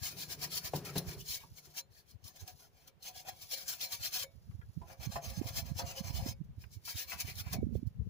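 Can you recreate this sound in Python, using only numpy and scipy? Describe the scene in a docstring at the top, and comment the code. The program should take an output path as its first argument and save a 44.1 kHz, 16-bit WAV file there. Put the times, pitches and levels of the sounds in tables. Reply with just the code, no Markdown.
"""At a car's wheel well, a wire brush scrubs rust off the brake caliper, about eight strokes a second.
Wire tips snap over the rust and ring the casting, whose modes change with the spot being brushed.
Now and then the brush head knocks on the iron, and at first the sheet shield drums along.
The well adds close reflections, and a breeze buffets the two microphone ports over a faint bed of air."""
import sys
import numpy as np
from scipy import signal
from scipy.fft import rfft, irfft, next_fast_len
from scipy.io import wavfile
from scipy.ndimage import map_coordinates

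SR = 44100
rng = np.random.default_rng(int(sys.argv[2]) if len(sys.argv) > 2 else 0)


def int16_out(signal):
    """Quantize to a 16-bit WAV file."""
    q = np.round(np.clip(np.atleast_2d(signal).T, -1, 1) * 32767)
    wavfile.write(sys.argv[1], SR, q.astype(np.int16))


N = 356989
T = np.arange(N) / SR
LEFT_LEAD_S = 0.00029  # direct sound reaches the left port first


def scrubbing():
    """The brush's heel rasps on one spot while its tip travels; together they ring the iron."""
    pressure = contact() * from_db(1.2 * drift(29.5))  # the hand presses unevenly
    gains = stroke_envelopes() * pressure
    heel = wire_patch(*gains / np.sqrt(2))
    tip = wire_patch(*gains / np.sqrt(2))
    blows = knocks(level_db=1.5)
    moving = tip + tufts() * pressure + twangs(scrape=gains[0])
    rasp = wheel_well(heel, wet_db=9) + travelling_reflections(moving, wet_db=10.5)
    rasp += travelling_reflections(0.93 * blows, wet_db=16.5)
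    ring = casting(heel + tip + 0.75 * blows, level_db=-1.5, wander_db=9)
    return rasp, ring


# The scrubbing rhythm, push and pull in turn; grind is the extra growl as the wires dig in.
# full_speed_s, hold_s, level_db, grind_db, hollow_hz, rasp_hz
STROKES = [(0.034, 0.052, -41.5, 3.5, 760, 6800), (0.112, 0.0089, -48, 3, 1400, 4200),
           (0.187, 0.045, -46.5, 2, 2350, 3580), (0.31, 0.014, -42, 2.5, 1680, 2980),
           (0.428, 0.018, -40.5, 7.5, 966, 4800), (0.528, 0.051, -42, -0.5, 1280, 4500),
           (0.644, 0.031, -47.5, 8.5, 1320, 4450), (0.758, 0.0046, -44.5, -1, 740, 5830),
           (0.859, 0.041, -52, 14.5, 1340, 4740), (0.972, 0.003, -43.0, 6, 1060, 2850),
           (1.076, 0.057, -51.5, 7, 950, 4740), (1.194, 0.016, -52, -10, 950, 2940),
           (1.286, 0.071, -43, -4, 2100, 6500), (1.403, 0.028, -61, 7, 970, 3580),
           (1.574, 0.013, -56, -1, 794, 6280), (1.654, 0.004, -58.5, 1, 1310, 6350),
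           (1.703, 0.0074, -64.5, -11, 1100, 4170), (1.777, 0.015, -42.5, 1, 790, 6040),
           (1.935, 0.067, -66, -4.5, 1900, 4450), (2.092, 0.022, -64.5, -6, 1070, 4330),
           (2.266, 0.025, -51, 2, 1130, 6200), (2.361, 0.013, -58.5, 4, 1490, 5940),
           (2.401, 0.012, -50.5, 0.5, 1700, 6240), (2.482, 0.0073, -48.5, 5, 1160, 5950),
           (2.6, 0.059, -63.5, 3, 1420, 5290), (2.753, 0.11, -71, 2.5, 2240, 3410),
           (2.875, 0.0045, -63.5, 11, 1360, 4060), (3.061, 0.018, -41.5, 2.5, 2830, 3140),
           (3.161, 0.038, -46, -2, 2780, 3230), (3.284, 0.011, -44.5, 9.5, 2480, 3380),
           (3.345, 0.058, -62.5, 1, 950, 3310), (3.418, 0.0085, -47, -0.5, 950, 4150),
           (3.52, 0.024, -43, -11, 735, 3480), (3.575, 0.036, -48.5, -5, 1500, 4060),
           (3.682, 0.049, -45, -4.5, 1540, 7250), (3.813, 0.035, -40.5, -5, 2440, 5400),
           (3.926, 0.023, -42, -4, 915, 6300), (4.036, 0.035, -41, -6, 1320, 4330),
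           (4.142, 0.087, -40, -7, 1190, 3170), (4.885, 0.023, -65.5, 5.5, 1430, 3500),
           (4.921, 0.0054, -61, 3, 1000, 5200), (5.03, 0.021, -49, 2, 2230, 3400),
           (5.122, 0.039, -50.5, -3, 1550, 7300), (5.245, 0.058, -50.5, 2, 2190, 3860),
           (5.336, 0.05, -54.5, 0, 1670, 4700), (5.425, 0.02, -62.5, 6.5, 900, 4200),
           (5.476, 0.014, -47, -1, 1120, 3360), (5.533, 0.0089, -54, -2, 1300, 4200),
           (5.573, 0.017, -39, -2.5, 840, 5140), (5.662, 0.035, -54.5, 1, 1150, 6400),
           (5.788, 0.0085, -40.5, -3.5, 1510, 5550), (5.869, 0.046, -49, 2, 2770, 7050),
           (5.979, 0.013, -45, 0.5, 2780, 3010), (6.049, 0.052, -52, 4, 1150, 5050),
           (6.158, 0.019, -43, 1, 840, 3060), (6.212, 0.025, -56.5, 2, 820, 4170),
           (6.266, 0.036, -45.5, 0.5, 990, 6260), (6.609, 0.027, -64.5, -2, 2420, 4870),
           (6.736, 0.0043, -56.5, -10, 1770, 5950), (6.876, 0.042, -45.5, -1, 990, 4840),
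           (6.973, 0.046, -42, 3.5, 1770, 3870), (7.106, 0.024, -43, 5.5, 1020, 5600),
           (7.202, 0.0049, -42, 4.5, 766, 5000), (7.277, 0.026, -46.5, 8.5, 2420, 2930),
           (7.388, 0.013, -44.5, 2.5, 1390, 4940), (7.464, 0.017, -59, 18.5, 730, 3160),
           (7.531, 0.0057, -44.5, 11, 1040, 4050), (7.746, 0.019, -67, 2, 1980, 3130)]
def stroke_envelopes():
    """Overlapping strokes add in power, giving envelopes for scrape, body, bite and sheen."""
    power = np.zeros((4, N))
    for *stroke, hollow_hz, rasp_hz in STROKES:
        span, gains = stroke_gains(*stroke)
        power[:, span] += gains ** 2
    return np.sqrt(power)


def tufts(hollow_db=14, rasp_db=6.5, relative_width=0.075, glide_octaves_per_s=-2.1):
    """Tufts bend anew on each stroke: a hollow resonance that sinks as they drag, and a bright rasp."""
    grit, out = rng.standard_normal((2, N)), np.zeros(N)
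    for s, hold, db, grind_db, hollow_hz, rasp_hz in STROKES:
        span, (scrape, body, bite, sheen) = stroke_gains(s, hold, db, grind_db)
        speed = 2 ** (glide_octaves_per_s * (T[span] - s - hold / 2))
        hollow = resonance(grit[0, span], hollow_hz, relative_width * hollow_hz)
        sinking = map_coordinates(hollow, [np.cumsum(speed)], order=1, mode="mirror")
        rasp = resonance(grit[1, span], rasp_hz, relative_width * rasp_hz)
        out[span] += from_db(hollow_db) * bite * sinking + from_db(rasp_db) * scrape * rasp
    return out


# The mix of a usual stroke on the rim, flank, face, top and edge.
# scrape_db, body_db, bite_db, sheen_db
SPOT_MIXES = [(-44, -56.5, -56.5, -46), (-49, -55.5, -62, -51), (-43.5, -51, -50.5, -46),
              (-45.5, -46.5, -54, -48), (-45, -58, -57.5, -46.5)]
def stroke_gains(s, hold, db, grind_db, usual_db=-45, swell_db_per_s=538, fade_db_per_s=580):
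    """A stroke speeds up, holds and slows to the turn; effort, grind and spot set its four layers."""
    follows = np.array([[1], [0.67], [0.81], [0.97]])  # body and bite last through light strokes
    grind_share = np.array([[0], [0.76], [0.73], [0]])
    span = slice(max(int((s - .13) * SR), 0), int((s + hold + .13) * SR))
    swell_db = (s - T[span]) * swell_db_per_s
    fade_db = (T[span] - s - hold) * fade_db_per_s
    effort_db = db - usual_db - np.maximum(0, np.maximum(swell_db, fade_db))
    mix_db = np.array(SPOT_MIXES[spot_at(s)])[:, None]
    return span, from_db(follows * effort_db + grind_share * grind_db + mix_db)


# The brush's path over the rim, flank, face, top and edge.
# start_s, end_s
SPOT_TIMES = [(0, 2.15), (2.15, 3.48), (3.48, 4.5), (4.5, 6.5), (6.5, 9)]
def spot_at(s):
    """Which part of the casting is under the brush at that time."""
    return np.searchsorted([end for start, end in SPOT_TIMES], s)


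# Four colours of wire on rust: bright scrape, low body, midrange bite, airy sheen.
# frequency_hz, density_db
SCRAPE_EQ = [(1500, -46), (2300, -24), (2800, -4), (4200, 1.5), (5500, 5), (6400, 0), (7400, -2.5),
             (8000, -14.5), (10000, -29.5)]
BODY_EQ = [(150, 19), (350, 12.5), (520, 11.5), (800, 7), (1300, -0.5), (1900, -23), (3000, -35)]
BITE_EQ = [(800, -29), (1400, -4.5), (1800, -5.5), (2400, -2), (3000, -10.5), (4500, -72)]
SHEEN_EQ = [(6500, -53), (8000, -7.5), (8600, -2), (9700, 3.5), (12000, 4), (13600, -1.5), (14300, 2),
            (14900, 13.5), (15450, 12.5), (15650, -12)]
# Bright accents where wires catch and spring free.
# start_s, level_db, decay_s
SNAGS = [(0.415, -47, .014), (0.645, -50, 0.0083), (0.846, -49, 0.014), (0.976, -33.5, 0.0087),
         (2.238, -55, 0.023), (2.278, -44.5, 0.0017), (2.358, -58, 0.0043), (2.475, -42, 0.0039),
         (2.872, -56, 0.0096), (3.023, -52, 0.018), (3.677, -41, 0.023), (4.513, -82, 0.011),
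         (5.297, -46, .006), (5.565, -45, 0.0084), (6.44, -76, 0.0073), (6.711, -63, 0.011),
         (6.735, -59, .008), (6.849, -50.5, 0.016), (7.197, -38.5, 0.0099), (7.352, -50, 0.0058),
         (7.527, -41, 0.011), (7.865, -66.5, 0.0095)]
def wire_patch(scrape, body, bite, sheen):
    """The force of one patch of wires on the rust: a stream of snaps in four colours."""
    snaps = wire_tips(per_s=12000, spread_db=2.2, clump_db=2.1)
    snags = bursts(SNAGS)
    layers = [(SCRAPE_EQ, np.hypot(scrape, snags), -2.2), (BODY_EQ, body, -8),
              (BITE_EQ, bite, -3.8), (SHEEN_EQ, np.hypot(sheen, 1.02 * snags), -.8)]
    return sum(from_db(db) * gain * rms_one(coloured(snaps, eq)) for eq, gain, db in layers)


def wire_tips(per_s, spread_db, clump_db):
    """Tiny snaps of uneven size, bunched as tufts of wire slip together."""
    fires = rng.random(N) < per_s / SR
    sizes = from_db(spread_db * np.minimum(rng.exponential(1, N), 4)) * rng.choice([-1, 1], N)
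    return rms_one(fires * sizes * from_db(clump_db * drift(24.5)))


def twangs(scrape, per_s=130, low_hz=1700, high_hz=7500, decay_s=.005):
    """Single wires catch and twang, each at its own pitch, the harder the faster the stroke."""
    out, age = np.zeros(N), T[:SR // 30]
    for when, pitch, size in rng.random((int(per_s * N / SR), 3)):
        at = int(when * (N - len(age)))
        hz = low_hz + (high_hz - low_hz) * pitch
        gain = scrape[at] * from_db(-7.5 + 8 * size)
        out[at:at + len(age)] += gain * np.exp(-age / decay_s) * np.sin(2 * np.pi * hz * age)
    return out


# The brush lifts at the end of a run and plucks the iron as it goes.
# start_s, pluck_db, favoured_hz, boost_db, breadth_octaves, contact_left_ratio
LIFTS = [(1.375, -68, 2900, 24, .7, .8), (1.803, -65, 4160, 24, .1, .12), (2.895, -85, 4160, 6, .1, .12),
         (4.24, -51, 541, 2, .1, .12), (6.325, -68, 4160, 9, .1, .12), (7.564, -58, 3000, 5, .7, .12)]
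def contact():
    """1 while the wires touch; they lift within milliseconds and come back gently."""
    dips = [np.interp(T, [s, s + .012, s + .07, s + .11], [1, remaining, remaining, 1])
            for s, *pluck, remaining in LIFTS]
    return np.prod(dips, axis=0)


# The iron's voice: each mode, how it answers at each spot or to a pluck, and where it sits in stereo.
# pitch_hz, width_hz, rim_db, flank_db, face_db, top_db, edge_db, pluck_db, pan_left_db, left_lead_rad
CASTING_MODES = [(541, 10, 8, 8, 9, 14, 4, 0, 3, .6), (682, 22, 10, 8, 12, 14, 6, -25, 4, -.6),
                 (735, 30, 10, 19, 12, 9, 6, -25, 1, -1.4), (820, 22, 2, 5, 4, 9, 5, -25, -1, 1.3),
                 (950, 24, 10, 5, 8, 9, 5, -14, -4, 1.2), (1000, 26, 7, 10, 7, 6, 8, -25, -4, .6),
                 (1140, 28, 2, 2, 5, 7, 2, -25, 2, 1), (1365, 22, 0, -3, 0, 2, 2, -22, 7, 2.6),
                 (1665, 34, 4, 6, 2, 1, 4, -22, 9, 1), (2030, 34, -7, -4, -4, 1, 2, -30, 2, 1.2),
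                 (2230, 11, 3, 4, 0, 0, 11, -6, -4, 1.6), (2315, 20, 5, 3, 7, 1, 7, -20, 9, 1.2),
                 (2495, 34, -2, 1, -3, -3, 3, -30, -1, .7), (2590, 54, -2, -3, -2, 2, 1, -30, 8, .9),
                 (3160, 54, -6, 1, -4, -2, -8, -30, 4, -.9), (3675, 8, -3, -3, -5, -5, -3, -17, 2, 1.4),
                 (4160, 20, 7, 9, 7, 6, 5, -13, 0, -.6), (4452, 32, 1, 3, 2, 0, 0, -26, 3, 1.1),
                 (4215, 39, 0, 1, 0, 2, 0, -28, 0, 0), (4725, 34, -4, -4, -4, -1, -2, -30, 5, 0),
                 (5143, 34, -4, -1, -4, 3, -4, -30, -4, -.6), (5300, 11, -8, -8, -8, -7, -8, -21, 0, .4),
                 (7015, 15, -5, -4, -6, -8, -5, -15, 4, -.6), (10549, 22, 1, 2, 2, 1, 0, -13, 2, 1.4),
                 (6155, 49, -2, 2, -3, 6, 1, -30, -1, .6), (6290, 94, -1, 8, 1, 9, -2, -18, -3, 0),
                 (7150, 64, 0, 0, -4, -5, -4, -30, 0, 0), (7500, 84, -6, 0, -2, 2, -3, -30, 0, 0)]
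def casting(force, level_db, wander_db):
    """The point of contact decides how strongly each mode answers; a lift plucks it and lets it ring."""
    spot, out = spot_at(T), np.zeros((2, N))
    for hz, width, *spot_db, pluck_db, pan_db, lead_rad in CASTING_MODES:
        wander = from_db(level_db + wander_db * np.tanh(drift(10.1)))
        drive = force * wander * from_db(spot_db)[spot]
        for s, db, favoured_hz, boost_db, breadth, _ in LIFTS:
            favour_db = boost_db * np.exp(-(np.log2(hz / favoured_hz) / breadth) ** 2)
            drive[round(s * SR)] += from_db(db + pluck_db + favour_db) * SR / (2 * np.pi * width)
        ring = resonance(drive, hz, width)
        right_delay = round(lead_rad * SR / (2 * np.pi * hz))
        out[0] += from_db(pan_db / 2) * ring
        out[1] += from_db(-pan_db / 2) * np.roll(ring, right_delay)
    return out


# Hits of the brush head, each with a thud for the shield.
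# start_s, level_db, centre_hz, breadth_ratio, decay_s, shield_thud_db
KNOCKS = [(0.734, -41.5, 583, 0.83, 0.018, -38.5), (0.955, -45.5, 610, 0.18, 0.031, -37.5),
          (1.433, -51, 970, 0.26, 0.0074, -68), (3.528, -61.5, 594, 0.2, 0.035, -99),
          (4.238, -62.5, 546, 0.13, 0.043, -81), (4.614, -57.5, 1520, 0.18, 0.0092, -85),
          (4.815, -58.5, 760, 0.41, 0.032, -61), (4.895, -56.5, 890, 0.93, 0.024, -74),
          (5.157, -36, 940, 1, 0.014, -54.5), (5.792, -47, 930, 1, 0.03, -65),
          (5.814, -51, 616, 0.31, 0.024, -56), (6.189, -55, 900, 0.22, 0.028, -73),
          (6.638, -51, 1850, 0.46, 0.0041, -81), (1.67, -69, 594, 0.24, .025, -67),
          (2.415, -64, 1500, 0.34, 0.0066, -68), (4.511, -64.5, 1600, 0.53, .005, -79),
          (6.878, -47.5, 1560, 0.75, 0.015, -80), (7.464, -56, 1460, 0.55, .008, -78),
          (7.116, -43, 1590, 0.9, 0.024, -65), (7.13, -58, 990, 1, 0.017, -70),
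          (7.277, -48, 2250, 0.24, 0.024, -59.5), (7.537, -52, 615, 0.21, 0.033, -49)]
def knocks(level_db):
    """The brush head lands with a short, dull crunch."""
    out, age = np.zeros(N), T[:SR // 4]
    for s, db, hz, breadth, decay, _ in KNOCKS:
        band = signal.butter(3, [hz / (1 + breadth), hz * (1 + breadth)], "band", fs=SR, output="sos")
        noise = signal.sosfilt(band, rng.standard_normal(2 * len(age)))
        crunch = rms_one(noise[len(age):]) * np.exp(-age / decay)
        at = round(s * SR)
        out[at:at + len(age)] += from_db(db + level_db) * crunch
    return out


# Small clinks of metal on metal.
# start_s, level_db, pitch_hz, t60_s
CLINKS = [(1.434, -55, 990, 0.074), (4.615, -59, 1440, .07), (4.818, -68, 940, .07),
          (6.641, -61, 1260, .035)]
# The timbre of a clink.
# pitch_ratio, level_db
CLINK_PARTIALS = [(1, -3), (1.67, -11), (2.25, -13)]
def clinks():
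    """A light touch of metal rings briefly on a few partials."""
    out, age = np.zeros(N), T[:SR // 4]
    for s, db, hz, t60 in CLINKS:
        at = round(s * SR)
        for ratio, partial_db in CLINK_PARTIALS:
            envelope = from_db(db + partial_db - 60 * age / t60)
            out[at:at + len(age)] += envelope * np.sin(2 * np.pi * hz * ratio * age)
    return at_ports(out)


# The low modes of the sheet shield.
# pitch_hz, width_hz, level_db
SHIELD_MODES = [(149.3, 11.4, 2), (175.4, 7.9, -5.5), (264, 44, -9), (351.7, 10.4, -10), (384, 16, -12),
                (419, 3.1, -15)]
# How hard the brushing drums on it.
# time_s, level_db
DRUMMING = [(0, -90), (0.12, -61), (0.45, -59), (0.7, -65.5), (0.8, -52.5), (1.0, -54.5), (1.18, -55),
            (1.32, -92), (1.5, -74.5), (2.0, -79.5), (8.1, -78.5)]
def shield(thud_decay_s):
    """Thin sheet metal drums under the brush and booms at the harder knocks."""
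    thuds = bursts([(s, thud_db + 5.5, thud_decay_s) for s, *_, thud_db in KNOCKS])
    force = (from_db(curve(DRUMMING)) + thuds) * rng.standard_normal(N)
    return sum(from_db(db - 1) * np.sqrt(SR / (np.pi * width)) * resonance(force, hz, width)
               for hz, width, db in SHIELD_MODES)


# The rustle that fills the gaps between strokes.
# time_s, level_db
CREEP = [(0, -64.5), (1.5, -67), (2.15, -99), (2.6, -65.5), (2.95, -102), (3.5, -56.5), (4.35, -77.5),
         (4.8, -75), (6.4, -84), (8.1, -82.5)]
def resting_wires():
    """Even at rest the wires creep over the rust with a soft rustle."""
    ticks = wire_tips(per_s=5000, spread_db=3, clump_db=2) * from_db(2 * drift(12))
    rustle = rms_one(coloured(ticks, SCRAPE_EQ) + .5 * coloured(ticks, SHEEN_EQ))
    return from_db(curve(CREEP)) * wheel_well(rustle, wet_db=2)


def wheel_well(x, wet_db, t60_s=0.022, low_cut_hz=900):
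    """Close walls add a short, dense tail to the direct sound, weaker in the bass."""
    age = T[:SR // 25]
    tails = rng.standard_normal((2, len(age))) * from_db(-60 * age / t60_s) * (age > .001)
    tails /= np.sqrt(np.sum(tails ** 2, axis=1, keepdims=True))
    tails = signal.lfilter(*signal.butter(1, low_cut_hz, "high", fs=SR), tails)
    wet = signal.oaconvolve(x[None], tails, axes=1)[:, :len(x)]
    return (at_ports(x) + from_db(wet_db) * wet) / np.hypot(1, from_db(wet_db))


def travelling_reflections(x, wet_db, renew_s=.06):
    """The moving brush keeps meeting new reflections, so their colour shifts from stroke to stroke."""
    hop, out = int(renew_s * SR), np.zeros((2, N))
    window = np.sin(np.pi * np.arange(2 * hop) / (2 * hop))
    for at in range(0, N - hop, hop):
        piece = x[at:at + 2 * hop]
        out[:, at:at + 2 * hop] += wheel_well(piece * window[:len(piece)], wet_db)
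    return out


# The rise and fall of the breeze.
# time_s, left_db, right_db
BREEZE = [(0, -61, -66), (1.1, -74, -60), (1.45, -76.5, -75), (2.4, -64, -85), (3.0, -73.5, -68),
          (3.75, -69.5, -70), (4.35, -72, -60.5), (4.55, -60.5, -53.5), (4.95, -74, -57.5),
          (5.25, -62, -52), (5.5, -59, -46), (5.8, -54, -50.5), (6.0, -65, -54), (6.35, -55, -47),
          (6.6, -58, -56.5), (7.1, -87, -62), (7.45, -61, -52.5), (7.65, -41, -41.5), (7.8, -61, -30.5),
          (7.9, -58.5, -60), (8.05, -45.5, -56.5)]
def breeze(level_db, gusty_db, low_cut_hz=48):
    """Each microphone port catches its own gusts and buffets."""
    strengths_db = [level_db + curve(BREEZE, column) + gusty_db * np.tanh(drift(4.9))
                    for column in (1, 2)]
    wind = np.array([gust(db) for db in strengths_db]) + buffets()
    return signal.sosfilt(signal.butter(2, low_cut_hz, "high", fs=SR, output="sos"), wind)


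# Wind colours: the deep rumble, and the rush on top of a strong gust.
# frequency_hz, density_db
RUMBLE_EQ = [(20, -20), (40, -5), (62, 8), (100, 8), (160, -2.5), (230, -11), (330, -48), (500, -47),
             (1000, -88)]
RUSH_EQ = [(120, -5), (230, 14.5), (320, -10), (420, -0.5), (560, -15), (900, -85)]
def gust(level_db, lumpy_db=7.5, rush_db=-9, strong_db=-26):
    """Lumpy rumble on one port; the stronger the wind, the higher its eddies reach."""
    eddies = rng.standard_normal(N) * from_db(lumpy_db * drift(23.2))
    rumble = rms_one(coloured(eddies, RUMBLE_EQ))
    rush = from_db(rush_db + 0.94 * (level_db - strong_db)) * rms_one(coloured(eddies, RUSH_EQ))
    return from_db(level_db) * (rumble + rush)


# The hardest bumps of wind.
# peak_s, level_db, port (0 left, 1 right)
BUFFETS = [(1.519, -44.5, 1), (2.253, -43, 0), (2.431, -39.5, 1), (4.01, -42.5, 1), (4.551, -36, 1),
           (4.775, -29.5, 1), (5.073, -30, 1), (5.38, -29, 1), (5.396, -31, 1), (5.416, -26.5, 1),
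           (5.462, -31, 1), (5.509, -39, 0), (5.717, -29.5, 1), (5.761, -33, 0), (5.843, -31, 1),
           (6.01, -28.5, 1), (6.106, -30.5, 1), (6.264, -27.5, 1), (6.292, -31, 1), (6.413, -29.5, 1),
           (6.582, -35.5, 1), (6.77, -36.5, 1), (6.956, -34.5, 1), (7.25, -33.5, 1), (7.412, -36.5, 1),
           (7.589, -28, 1), (7.631, -25.5, 1), (7.67, -28, 1), (7.755, -25.5, 1), (7.831, -27.5, 1)]
def buffets(usual_db=-30, usual_hz=135, lowest_hz=92, octaves_per_db=0.33, flutter_hz=248):
    """An eddy hits a port with one swing of pressure and a quick flutter; faster eddies swing higher."""
    out = np.zeros((2, N))
    for s, db, port in BUFFETS:
        harder_db = db - usual_db
        swing_hz = max(usual_hz * 2 ** (octaves_per_db * harder_db), lowest_hz)
        span = slice(int((s - .04) * SR), int((s + .04) * SR))
        for hz, part_db in [(swing_hz, 2.5), (flutter_hz, -10 + 0.4 * harder_db)]:
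            cycles = (T[span] - s) * hz
            wave = np.cos(2 * np.pi * (cycles + rng.random()))
            out[port, span] += from_db(db + part_db) * wave / np.cosh(rng.uniform(1.4, 2.8) * cycles)
    return out


# The colour of the background air.
# frequency_hz, density_db
AIR_EQ = [(30, 2), (80, -6), (200, -7.5), (500, -5), (1200, -12.5), (3000, -17.5), (6000, -26), (8500, -31),
          (13000, -28), (15300, -22), (15800, -84)]
def air(level_db):
    """A faint, steady, wide hush under everything."""
    return from_db(level_db) * rms_one(coloured(rng.standard_normal((2, N)), AIR_EQ))


def from_db(db):
    """Decibels to gain."""
    return 10 ** (np.asarray(db) / 20)


def rms_one(x):
    """Scale to unit power."""
    return x / np.sqrt(np.mean(x ** 2) + 1e-20)


def curve(rows, column=1):
    """One column of a table, joined by straight lines in time."""
    rows = np.array(rows)
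    return np.interp(T, rows[:, 0], rows[:, column])


def coloured(x, eq, share=1):
    """Filter by an EQ curve, or by a share of its decibels."""
    hz, db = np.transpose(eq)
    size = next_fast_len(N + 4096)
    bin_hz = np.maximum(np.arange(size // 2 + 1) * SR / size, 1)
    gain = from_db(share * np.interp(np.log(bin_hz), np.log(hz), db))
    return irfft(rfft(x, size) * gain, size)[..., :N]


def drift(rate_hz, step=40):
    """Slow random modulation with a spread of 1."""
    r = np.exp(-2 * np.pi * rate_hz * step / SR)
    slow = signal.lfilter([1], [1, -2 * r, r * r], rng.standard_normal(N // step + 2002))[2000:]
    return np.interp(np.arange(N) / step, np.arange(len(slow)), rms_one(slow))


def resonance(x, hz, width_hz):
    """A two-pole resonance with gain 1 at its peak."""
    r = np.exp(-np.pi * width_hz / SR)
    feedback = [1, -2 * r * np.cos(2 * np.pi * hz / SR), r * r]
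    return signal.lfilter(np.array([1, 0, -1]) * (1 - r * r) / 2, feedback, x + 1e-18)


def bursts(rows, rise_s=.003):
    """An envelope of quick attacks that die away, from rows of start_s, level_db, decay_s."""
    out = np.zeros(N)
    for s, db, decay in rows:
        at = round(s * SR)
        age = T[:min(N - at, SR // 4)]
        attack = np.minimum(age / min(rise_s, decay / 2), 1)
        out[at:at + len(age)] += from_db(db) * attack * np.exp(-age / decay)
    return out


def at_ports(x):
    """Mono to stereo, with the right side slightly late."""
    return np.array([x, np.roll(x, round(LEFT_LEAD_S * SR))])


# How the brush noise leans between the ports across the spectrum.
# frequency_hz, left_over_right_db
BALANCE_EQ = [(200, 0.5), (520, 11.5), (700, 20), (950, -8), (1600, 8), (2100, 3), (3200, 2), (3900, 5.5),
              (4500, -2.5), (5200, 3.5), (6000, -1), (6500, 2), (11500, 2), (14000, 6.5)]
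def scene():
    """Brush and ringing metal up front, wind and air behind."""
    drum = shield(thud_decay_s=0.018) * from_db([[1.5], [-.5]])  # a little to the left
    background = air(level_db=-74.5) + breeze(level_db=7.5, gusty_db=-5)
    rasp, ring = scrubbing()
    brush = coloured(rasp + resting_wires(), BALANCE_EQ, share=np.array([[.5], [-.5]]))
    return brush + ring + clinks() + drum + background


def record(dry):
    """A steep high cut at 15.8 kHz."""
    return signal.sosfilt(signal.ellip(12, .1, 80, 15800, fs=SR, output="sos"), dry)


dry = scene()
out = record(dry)
int16_out(out)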